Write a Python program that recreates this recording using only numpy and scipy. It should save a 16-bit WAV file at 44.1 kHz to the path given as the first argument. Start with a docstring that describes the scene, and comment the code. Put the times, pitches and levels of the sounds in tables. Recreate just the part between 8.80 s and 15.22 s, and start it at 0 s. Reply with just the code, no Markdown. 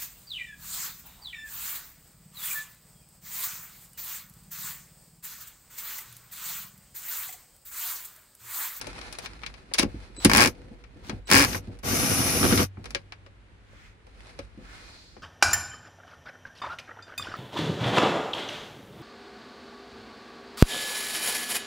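"""Inside a dead-sounding car cabin, close to the opened centre console, a cordless impact driver undoes
a bolt. The socket clinks onto the head, the hammer rattles in two bursts, then the motor
whines and spins the loose bolt out. The console thuds under the tool and the car's body booms;
small taps and the rustle of sliding clothes fill the pauses."""
import sys
import numpy as np
from scipy import signal
from scipy.fft import rfft, irfft
from scipy.io import wavfile
from scipy.ndimage import uniform_filter1d

SR = 44100
rng = np.random.default_rng(int(sys.argv[2]) if len(sys.argv) > 2 else 0)


def file_out(sig):
    """Save sig as 16-bit WAV at sys.argv[1]."""
    # one column per channel
    cols = np.atleast_2d(sig).T
    # limit, then scale
    lim = np.clip(cols, -1, 1)
    pcm = np.round(lim * 32767).astype(np.int16)
    wavfile.write(sys.argv[1], SR, pcm)


N = 283122
TIME, FREQS = np.arange(N) / SR, np.fft.rfftfreq(N, 1 / SR)

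# Table levels are relative: each layer adds its own trim. Pan is left minus right.
# trigger pulls: start/s, release/s, top speed/(turns/s), gear level/dB, console shake/dB
PULLS = [(1.47, 1.665, 220, -37.5, -25), (2.49, 2.748, 232, -35.5, -29), (3.025, 3.811, 268.2, -28, -23.5)]
# the loose bolt jumps its last thread once a turn: t/s, grind/dB, thud/dB, thud centre/Hz
SKIPS = [(3.648, -24, -10.5, 300), (3.722, -27, -13, 200), (3.797, -24.5, -12, 182)]
# the tool bumps the console: t/s, level/dB, centre/Hz
THUDS = [(0.067, -37, 280), (0.993, -13.5, 293), (1.034, -10, 247), (1.052, -22.5, 170),
         (1.143, -26, 179.6), (1.296, -43, 255), (1.378, -34.5, 300), (1.45, -6.5, 258), (1.456, -5.5, 185),
         (1.91, -34.5, 198), (2.16, -37.5, 187), (2.294, -24.5, 258), (2.326, -25, 150), (2.533, -13, 238),
         (2.744, -26, 125), (2.874, -29.5, 123), (3.632, -12.5, 357), (3.975, -31, 130),
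         (4.149, -25.5, 585), (4.466, -44.5, 494), (5.272, -61, 560), (5.588, -29.5, 550),
         (5.596, -40, 110), (5.775, -32.5, 150), (5.81, -37.5, 150), (6.368, -40, 280)]
# sleeves and trousers slide: start/s, peak/s, end/s, cloth level/dB, rub on the console/dB
RUSTLES = [(-0.5, 0.133, 0.86, -53, -46), (0.52, 0.72, 1.65, -69.5, -54.5), (0.936, 1.21, 1.43, -62, -59.5),
           (1.5, 1.8, 2.09, -68.5, -44), (2.05, 2.324, 2.43, -62.5, -44), (2.7, 2.919, 3.03, -66, -44),
           (3.926, 4.095, 4.32, -65, -47.5), (5.234, 5.484, 5.75, -60.5, -52),
           (5.75, 5.997, 6.31, -57.5, -54.5)]
# stereo image of the running tool: f/Hz, left-right correlation
TOOL_CORRELATION = [(60, 0.11), (130, 0.9), (290, 0.92), (640, 0.28), (1410, -0.31), (3100, 0.17),
                    (6820, 0.17), (15000, 1)]


def hammer():
    """Each blow cracks in the steel and kicks the console; all take a similar path to the ear."""
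    # two bursts that gather pace, then slacken as the bolt gives; each: t/s, rate/(blows/s), level/dB
    bursts = [
        [(1.497, 54, -14), (1.53, 52, -12), (1.58, 118, -11), (1.63, 124, -11.5), (1.675, 57, -18)],
        [(2.501, 78, -20), (2.514, 82, -10), (2.55, 132, -9.5), (2.61, 143, -14.5), (2.651, 112, -16.5)],
    ]
    # colour of the crack: f/Hz, level/dB
    colour = [(200, -25.5), (450, -4.5), (700, -2), (1100, -1), (1600, 0.5), (2300, 2), (3400, -6.5),
              (5000, -1), (7000, -5.5), (10500, -5.5), (13000, -15), (15800, -13)]
    # its place in the image: f/Hz, pan/dB
    pan = [(60, -3.5), (110, -2.5), (200, 4.5), (380, -1), (700, 7), (1290, -0.5), (2380, 2.5), (4400, 5),
           (8120, 0.5), (15000, -1)]
    burst_tilts, lug_tilt = (-1.0, 0.86), 0.54  # dB/octave; the two lugs strike duller, then brighter
    out = np.zeros((2, N))
    path = rng.standard_normal((2, 2, 8192))
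    for burst, burst_tilt in zip(bursts, burst_tilts):
        times, rate, force_db = np.transpose(burst)
        t = np.arange(times[0], times[-1], 1 / SR)
        blows_so_far = np.floor(np.cumsum(np.interp(t, times, rate)) / SR)
        for k, onset in enumerate(t[np.diff(blows_so_far, prepend=-1) > 0]):
            late, harder, brighter = rng.standard_normal(3)
            db = np.interp(onset, times, force_db) + .7 * harder
            tilt = burst_tilt - lug_tilt * (-1) ** k + 1.2 * brighter
            grit = path + 1.14 * rng.standard_normal(path.shape)
            crack = strike(colour, pan, grit, tilt, arch=0, contact_s=.00138, snap=0.31,
                           tail_db=1.0, tail_t60=0.064, tail_hz=5170)
            add(out, onset + .0004 * late, amp(db + 0.77) * crack)
            add(out, onset, amp(db - 8.0) * thud(250, focus_db=7.0, scatter=0.73))
    return out


def strike(colour, pan, grit, tilt, arch, contact_s, snap, tail_db, tail_t60, tail_hz):
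    """One metal contact: a snap, a brief chatter and a duller cabin tail, through the ringing parts."""
    # resonances of socket, bracket and console hollow: f/Hz, width/Hz, boost/dB
    resonances = [(480, 30, 6), (835, 38, 4), (1100, 48, 4), (1302, 35, 3), (1640, 50, 5), (1850, 40, 3),
                  (2235, 55, 5), (2330, 70, 5), (2488, 50, 4), (2750, 45, 3), (4000, 70, 3), (5030, 180, 6),
                  (5800, 90, 3)]
    size = grit.shape[-1]
    t, hz = np.arange(size) / SR, np.fft.rfftfreq(size, 1 / SR)
    chatter = unit_rms(grit[0] * np.exp(-t / contact_s) * (1 - np.exp(-t / .0004)))
    click = unit_rms(np.array([signal.unit_impulse(size, 30), signal.unit_impulse(size, 8)]))
    tail = unit_rms(grit[1] * amp(-60 * t / tail_t60) * (1 - np.exp(-t / 0.0016)))
    blow = rfft(chatter + snap * click) + amp(tail_db) * rfft(tail) / (1 + 1j * hz / tail_hz)
    rings = 1 + sum((amp(db) - 1) / (1 + 2j * (hz - f) / width) for f, width, db in resonances)
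    octaves = np.log2(np.clip(hz, 600, 10000) / 3000)
    eq = amp(curve(colour, hz) + tilt * octaves - arch * octaves ** 2) * pan_gains(curve(pan, hz))
    # minimum phase keeps the attack free of pre-ring
    log_eq = np.log(np.hstack([eq, eq[:, -2:0:-1]]))
    causal_eq = np.exp(np.conj(signal.hilbert(log_eq)))[:, :len(hz)]
    sound = irfft(blow * rings * causal_eq, size) * (1 - (t / t[-1]) ** 2)
    peak_power = uniform_filter1d((sound ** 2).mean(0), size=88).max()  # loudest 2 ms
    return sound / np.sqrt(peak_power)


def windings(drive_hz=4000):
    """As the trigger is eased in, the pulse-width drive makes the windings sing an octave pair."""
    # light squeezes ahead of the bursts: start/s, end/s, level/dB
    squeezes = [(1.362, 1.467, -46), (2.456, 2.491, -55)]
    gate = sum(ramp(start, end, db, db - 0.5) for start, end, db in squeezes)
    phase = 2 * np.pi * np.cumsum(drive_hz * (1 + .005 * drift(200))) / SR
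    return gate * amp(2.5 * drift(60)) * (np.sin(2 * phase) + 0.62 * np.sin(phase))


def whine():
    """Fan and gear teeth sing at multiples of the shaft speed, filtered by the motor's housing."""
    # partials at full speed: multiple of shaft speed, level/dB
    partials = [(1, -37), (3, -45), (9, -46), (17, -49), (20, -37), (23, -41), (29, -44), (30, -44),
                (31, -36), (32, -43), (33, -44), (34, -38), (35, -43), (36, -43), (37, -35), (38, -41),
                (39, -33), (40, -35), (41, -46), (42, -38), (43, -40), (44, -43), (45, -43), (47, -44),
                (51, -44), (52, -40)]
    # what the housing lets through: f/Hz, level/dB
    housing = [(6200, 0), (7200, -12), (9300, -12), (9880, 0), (10700, 0), (11400, -8), (12200, -13),
               (14000, -11)]
    speed = shaft_speed()
    turns = np.cumsum(speed * (1 + .0009 * drift(70))) / SR
    out = np.zeros((2, N))
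    for order, db in partials:
        offset = rng.random() + .08 * rng.standard_normal((2, 1))
        gain = amp(db + curve(housing, order * speed) + 1.8 * drift(30))
        out += gain * np.sin(2 * np.pi * (order * turns + offset))
    return amp(-0.5) * out * (speed / speed.max()) ** 6


def gears():
    """Gear hiss pulses with each turn; the thread grinds as the socket wobbles, hardest at a skip."""
    # colour of the hiss: f/Hz, level/dB
    colour = [(450, -20), (620, 3), (900, -4), (1300, -1), (1700, -4), (2400, -1), (3300, -8), (5000, -4),
              (6000, 1), (7300, -10), (9300, -10), (10500, -4), (14800, -11), (15800, -30)]
    # its place in the image: f/Hz, pan/dB
    pan = [(60, 2), (110, 10), (200, -1), (380, 2.5), (700, 8), (1290, 0), (2380, 2), (4400, 12.5),
           (8120, -2.5), (15000, 0)]
    # how far the left side leads: f/Hz, phase/rad
    lead = [(0, 0.5), (520, 0.5), (780, 2), (1210, 3), (2240, 8.5), (3880, 2.5), (5940, 15), (7240, 15),
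            (8350, 14), (9040, 11.9), (10200, 10.5), (15900, 3.5)]
    # colour of the grinding thread: f/Hz, level/dB
    thread_colour = [(300, -25), (600, -6), (1200, 5), (2400, -6), (3300, -5), (6000, -17.5),
                     (12000, -37)]
    turns = np.cumsum(shaft_speed()) / SR
    running = sum(amp(db) * run_gain(start, release) for start, release, _, db, _ in PULLS)
    skipping = sum(amp(db) * bump(onset, half_s=0.019) for onset, db, *_ in SKIPS)
    grinding = amp(-9.0) * running * wobble(2.8) + skipping
    teeth = (1 + .2 * np.cos(2 * np.pi * turns)) * amp(drift(120))
    hiss = wobble(.5) * noise(colour, pan, grain=teeth, correlation=TOOL_CORRELATION, lead=lead)
    thread = noise(thread_colour, grain=amp(5.7 * drift(210)))
    return panels(running * hiss + amp(-2.0) * grinding * thread, echo_db=-3)


def throttle(start, release, kick_s=.014, creep_s=.068, ease_s=.11, brake_s=.045):
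    """Share of top speed: the motor kicks, creeps up, slows as the finger eases, then brakes."""
    t = np.maximum(TIME - start, 0)
    spin_up = (1 - np.exp(-t / kick_s)) * (1 - .52 * np.exp(-t / creep_s))
    easing = 1 - .09 * np.clip(1 + (TIME - release) / ease_s, 0, 1)
    braking = np.exp(-(np.maximum(TIME - release, 0) / brake_s) ** 2)
    return spin_up * easing * braking


def run_gain(start, release, full_share=0.83):
    """The tool grows louder through a pull until it reaches full_share of its top speed."""
    return np.minimum(throttle(start, release) / full_share, 1) ** 2


def shaft_speed(sag=0.036, sag_s=0.024):
    """Motor turns a second; each skip of the thread drags the speed down."""
    drag = sag * sum(bump(onset + sag_s / 2, sag_s) for onset, *_ in SKIPS)
    return (1 - drag) * sum(top * throttle(start, release) for start, release, top, *_ in PULLS)


def wobble(depth_db, gear_ratio=22):
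    """The socket runs out of true: a gain that crests once a turn, lined up with the first skip."""
    turns = np.cumsum(shaft_speed()) / SR / gear_ratio
    first_skip = np.interp(SKIPS[0][0], TIME, turns)
    return amp(depth_db * np.cos(2 * np.pi * (turns - first_skip)))


def clinks():
    """Socket, bolt and tools make single contacts, steel on steel and on plastic."""
    # contacts: t/s, level/dB, tilt/(dB/octave), spectral arch/(dB/octave^2), pan/dB
    contacts = [(0.013, -28, 3.5, -1.5, 5), (0.069, -32, 1, -2.5, 9), (0.213, -35.5, -1, 0.5, 18),
                (0.326, -32.5, 4.5, -2, 9), (0.386, -28.5, 2.5, -2.5, 5.5), (0.459, -29, 0.5, 0.5, 7),
                (0.634, -30.5, -4.5, 3, 8), (0.663, -28, 1.5, 2.5, 6), (0.74, -41, -0.2, 1.5, 14),
                (0.914, -38.5, -10, 0.5, 4), (0.937, -18, 11.5, 3, 2), (0.944, -21.5, 2.5, -1, 4),
                (0.984, -15.5, 2.5, -1, 0), (0.988, -14.5, 5.5, 0, 2), (0.995, -11.5, 3.5, -1.2, 6),
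                (1.014, -33, 2, -8, 16), (1.029, -20, -0.5, -2, 5), (1.365, -44, 0.5, -2, 4),
                (1.4479, -6.5, 5.5, -3.5, 1), (1.4511, -11.5, -0.5, 1.5, 3.5), (2.039, -46, -2.5, 1.5, 8),
                (2.296, -26, -2.5, -0.5, 5.5), (2.491, -29, -5.5, 0, 11), (2.73, -28, 1, 0.5, 4),
                (2.747, -22.5, -11.5, 3.5, 3.5), (2.989, -46, 3, -3, 0.5), (3.034, -35, -4.5, 0.5, 1.5),
                (3.776, -17.5, 2.5, 1.5, 8), (3.97, -44, -18.5, 4, 2.5), (4.042, -37.5, 0, -1.5, 3),
                (4.056, -35, 0, -1, 3), (4.106, -35.5, 3, -2, 3), (4.148, -18, 0.5, 1.5, 3.5),
                (4.322, -32.5, -2.5, 1, 2), (4.463, -45.5, -3.9, 0.5, 5), (4.93, -50.5, -0.5, -5.5, -0.5),
                (5.268, -48.5, -2, -2.5, -0.5), (5.59, -33, -1.5, -1, 3), (6.366, -41.5, -8, 0, 3.5)]
    # colour of the steel: f/Hz, level/dB
    colour = [(200, -15.5), (450, -5.5), (750, -3.5), (1400, -3), (2400, -1), (3300, -4), (4300, -3),
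              (5800, -6.5), (7500, -15), (10500, -14), (13000, -37.5), (15800, -29.5)]
    out = np.zeros((2, N))
    for onset, db, tilt, arch, pan_db in contacts:
        grit = rng.standard_normal((2, 2, 8192))
        clink = strike(colour, [(1, pan_db)], grit, tilt, arch, contact_s=.0051, snap=0.6,
                       tail_db=2.5, tail_t60=0.094, tail_hz=2870)
        add(out, onset, amp(db - 1.54) * clink)
    return out


def gritty_hisses(swell_db=15):
    """Short gritty hisses swell into the clinks and the second hammer burst."""
    # swells: start/s, end/s, final level/dB
    swells = [(0.42, 0.456, -36.5), (0.978, 0.999, -23), (1.013, 1.034, -26), (1.398, 1.455, -33),
              (2.237, 2.3, -42.5), (2.471, 2.515, -30)]
    # colour of the hiss: f/Hz, level/dB
    colour = [(300, -8), (900, 2.5), (2400, -4), (4500, -2.5), (8000, -12.5), (15000, -21.5)]
    envelope = sum(ramp(start, end, db - swell_db, db) for start, end, db in swells)
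    return envelope * noise(colour, grain=amp(4.0 * drift(900)))


def console():
    """The console thuds, and rumbles with the running tool, rubbing sleeves and shaken loose trim."""
    # colour of the rumble: f/Hz, level/dB
    colour = [(24, -49.5), (40, -14), (65, -6), (92, 2), (155, -5), (275, -3), (309, -9), (391, -6),
              (428, -19), (488, -2.5), (534, -14.5), (900, -20), (1170, -53), (1980, -120)]
    running = wobble(2.2) * sum(amp(db - .5) * run_gain(start, stop) for start, stop, *_, db in PULLS)
    skipping = sum(amp(db - 9.5) * bump(onset + 0.0033, half_s=0.027) for onset, _, db, _ in SKIPS)
    loose_trim = amp(-13) * aftershock(rise_s=.005, t60=0.2, compression=.75, below_hz=280)
    rumble = noise(colour, grain=amp(1.5 * drift(100)), correlation=TOOL_CORRELATION)
    out = amp(-5.0) * (running + skipping + rubbing() + loose_trim) * rumble
    for onset, *_, db, centre_hz in THUDS + SKIPS:
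        add(out, onset, amp(db - 3.0) * thud(centre_hz, focus_db=9.5, scatter=1.3))
    return out


def thud(centre_hz, focus_db, scatter, size=12000):
    """The console's modes ring around centre_hz: low for a soft push, high for a hard knock."""
    # modes of console and bracket: f/Hz, level/dB, t60/s
    modes = [(96.9, -2.5, 0.31), (122, -7.5, .14), (186, -7, 0.074), (213.2, -1, 0.091),
             (266.4, -1.5, 0.082), (284.4, -3.5, .12), (350.8, -2.5, .09), (398.5, -6, 0.055),
             (475.6, -6.5, 0.074), (555.7, -2, 0.11)]
    t = np.arange(size) / SR
    hz, db, t60 = np.transpose(modes)[:, :, None]
    louder, offset, spread = rng.standard_normal((3, len(modes), 1))
    weight_db = db - focus_db * np.log2(hz / centre_hz) ** 2 + 1.2 * louder
    # higher modes spread wider in stereo
    phase = scatter * offset + np.array([-1, 1])[:, None, None] * spread * (hz / 700) ** 2
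    ringing = amp(weight_db - 60 * t / t60) * np.sin(2 * np.pi * hz * t + phase)
    sound = ringing.sum(1) * (1 - np.exp(-t / 0.0024))
    return sound / abs(sound).max()


def aftershock(rise_s, t60, compression, below_hz):
    """Envelope of what the thuds set shaking: dull ones most, light ones more than in proportion."""
    power = np.zeros(N)
    for onset, db, centre_hz in THUDS:
        t = np.maximum(TIME - onset, 0)
        shake = amp(compression * db - 60 * t / t60) * (1 - np.exp(-t / rise_s))
        power += (shake / (1 + (centre_hz / below_hz) ** 2)) ** 2
    return np.sqrt(power)


def clothes(catches_per_s=19, catch_db=7, catch_s=.0015):
    """Fabric slides in tiny slips and threads catch now and then; sleeves brighten as they near."""
    # colour of the cloth: f/Hz, level/dB
    colour = [(180, -31.5), (300, -3), (409, -11), (467, -4.5), (928, -5), (2400, -5.5), (3270, -13.5),
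              (4180, -9), (7300, -22.5), (9640, -20), (15000, -50)]
    # sleeves sweeping by: start/s, peak/s, end/s, level/dB, first centre/Hz, last centre/Hz
    passes = [(4.805, 5.046, 5.16, -56.5, 1400, 1900), (5.77, 5.918, 6.2, -53.5, 1210, 2370),
              (5.9, 6.146, 6.53, -55.5, 3840, 4680)]
    moving = sum(amp(db) * swell(start, peak, end) for start, peak, end, db, _ in RUSTLES)
    snags = (rng.random(N) < catches_per_s / SR) * amp(catch_db + 3 * rng.standard_normal(N))
    catches = signal.lfilter([1], [1, -np.exp(-1 / (catch_s * SR))], snags)
    slips = amp(1.4 * drift(400) + 1.8 * drift(19))
    out = amp(6.5) * moving * noise(colour, grain=slips + catches)
    fibres = noise([(400, -20), (1000, 1.5), (7000, 2), (14000, -10)])
    for start, peak, end, db, *centres_hz in passes:
        swish = resonate(fibres, np.interp(TIME, [start, end], centres_hz), width_hz=910)
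        out += amp(db) * swell(start, peak, end) * unit_rms(swish)
    return panels(out, echo_db=-5.5)


def rubbing():
    """Envelope of the clothes rubbing on the console."""
    return sum(amp(db) * swell(start, peak, end) for start, peak, end, _, db in RUSTLES)


def after_hum(start_s=3.8, hz=98.5, db=-45, t60=4.3):
    """A low hum lingers in the car's body once the tool stops."""
    t = np.maximum(TIME - start_s, 0)
    return amp(db - 60 * t / t60) * np.sin(2 * np.pi * hz * t)


def cabin():
    """A bed of low rumble and faint hiss; the car's body booms with thuds, motor and movement."""
    # colour of the room tone: f/Hz, level/dB
    colour = [(20, -17), (36, -6.5), (55, 1), (72, -9), (97, -8.5), (130, -14), (300, -19), (420, -20),
              (700, -26), (2000, -26.5), (4200, -36.5), (5500, -43), (10000, -48), (15000, -79)]
    # colour of the body's boom: f/Hz, level/dB
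    boom_colour = [(20, -29.5), (38, -6.5), (53, 4), (64, -8), (80, -24), (160, -66)]
    rocking = amp(-22.5) * aftershock(rise_s=.012, t60=0.56, compression=0.64, below_hz=360)
    running = amp(-44) * shaft_speed() / PULLS[-1][2]
    boom = (amp(-57.5) + rocking + running + amp(-3.5) * rubbing()) * noise(boom_colour)
    room_tone = amp(-54.5) * noise(colour) * amp(0.42 * drift(3.9))
    return room_tone + amp(-2.5) * boom


def panels(x, echo_db, count=8):
    """Close plastic panels throw the treble back within a few milliseconds."""
    delays_s = rng.uniform(.001, .012, (count, 2, 1))
    echoes = sum((-1) ** k * np.exp(-2j * np.pi * FREQS * delay) for k, delay in enumerate(delays_s))
    low_cut = FREQS / (FREQS + 500)
    return irfft(rfft(x) * (1 + amp(echo_db) * echoes / np.sqrt(count) * low_cut), N)


def noise(colour, pan=((1, 0),), grain=1, correlation=None, lead=((1, 0),)):
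    """Coloured stereo noise at rms 1; grain roughens it ahead of the colour."""
    # default image, narrow bass and wide treble: f/Hz, left-right correlation
    narrow_bass = [(40, .75), (130, 0.59), (300, 0.88), (650, 0), (1400, 0), (15000, 0.0055)]
    left, other = rfft(rng.standard_normal((2, N)) * grain)
    alike = np.clip(curve(correlation or narrow_bass, FREQS), -1, 1)
    right = alike * left * np.exp(-1j * curve(lead, FREQS)) + np.sqrt(1 - alike ** 2) * other
    eq = amp(curve(colour, FREQS)) * pan_gains(curve(pan, FREQS))
    return unit_rms(irfft(np.array([left, right]) * eq, N))


def resonate(x, hz, width_hz):
    """A resonance that glides along hz."""
    carrier = np.exp(2j * np.pi * np.cumsum(hz) / SR)
    pole = np.exp(-np.pi * width_hz / SR)
    return 2 * (carrier * signal.lfilter([1 - pole], [1, -pole], x / carrier)).real


def drift(rate_hz):
    """Smooth random modulation up to rate_hz, at rms 1."""
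    return unit_rms(irfft(rfft(rng.standard_normal(N)) / (1 + (FREQS / rate_hz) ** 4), N))


def swell(start, peak, end, depth_db=21.5):
    """Envelope of one movement, depth_db below its peak at start and end."""
    before = (peak - TIME) / max(peak - start, .01)
    after = (TIME - peak) / max(end - peak, .01)
    return amp(-depth_db * np.maximum(before, after) ** 2)


def bump(centre_s, half_s):
    """A brief bell-shaped envelope."""
    return np.exp(-((TIME - centre_s) / half_s) ** 2)


def ramp(start, end, start_db, end_db):
    """A soft-edged fade between two levels, silent outside."""
    db = np.interp(TIME, [start, end], [start_db, end_db], left=-120, right=-120)
    return uniform_filter1d(amp(db), 200)


def curve(points, hz):
    """Reads a table on a log-frequency axis."""
    f, value = np.transpose(points)
    return np.interp(np.log(hz + 1), np.log(f + 1), value)


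def pan_gains(pan_db):
    """Constant-power left and right gains for a level difference."""
    pair = amp(np.array([[.5], [-.5]]) * pan_db)
    return pair / np.sqrt(np.mean(pair ** 2, 0))


def add(mix, onset, sound):
    """Lays a stereo sound into the mix at onset seconds."""
    part = mix[:, max(round(onset * SR), 0):][:, :sound.shape[1]]
    part += sound[:, :part.shape[1]]


def amp(db):
    """Decibels to gain."""
    return 10 ** (np.asarray(db) / 20)


def unit_rms(x):
    """Scales to rms 1."""
    return x / np.sqrt(np.mean(x ** 2) + 1e-20)


def scene():
    """The tool up front, the console under it, clothes and cabin behind."""
    motor = windings() + whine() + gears()
    tool = motor + hammer() + clinks() + gritty_hisses()
    return tool + console() + after_hum() + clothes() + cabin()


def record(dry):
    """The microphone sheds the deepest bass, peaks clip at full scale, and the very top is cut."""
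    low_cut = signal.butter(2, 34, "highpass", fs=SR, output="sos")
    high_cut = signal.firwin(255, 15900, window=("kaiser", 9), fs=SR)
    clipped = np.clip(signal.sosfilt(low_cut, dry), -1, 1)
    return signal.oaconvolve(clipped, high_cut[None], "same")


dry = scene()
out = record(dry)
file_out(out)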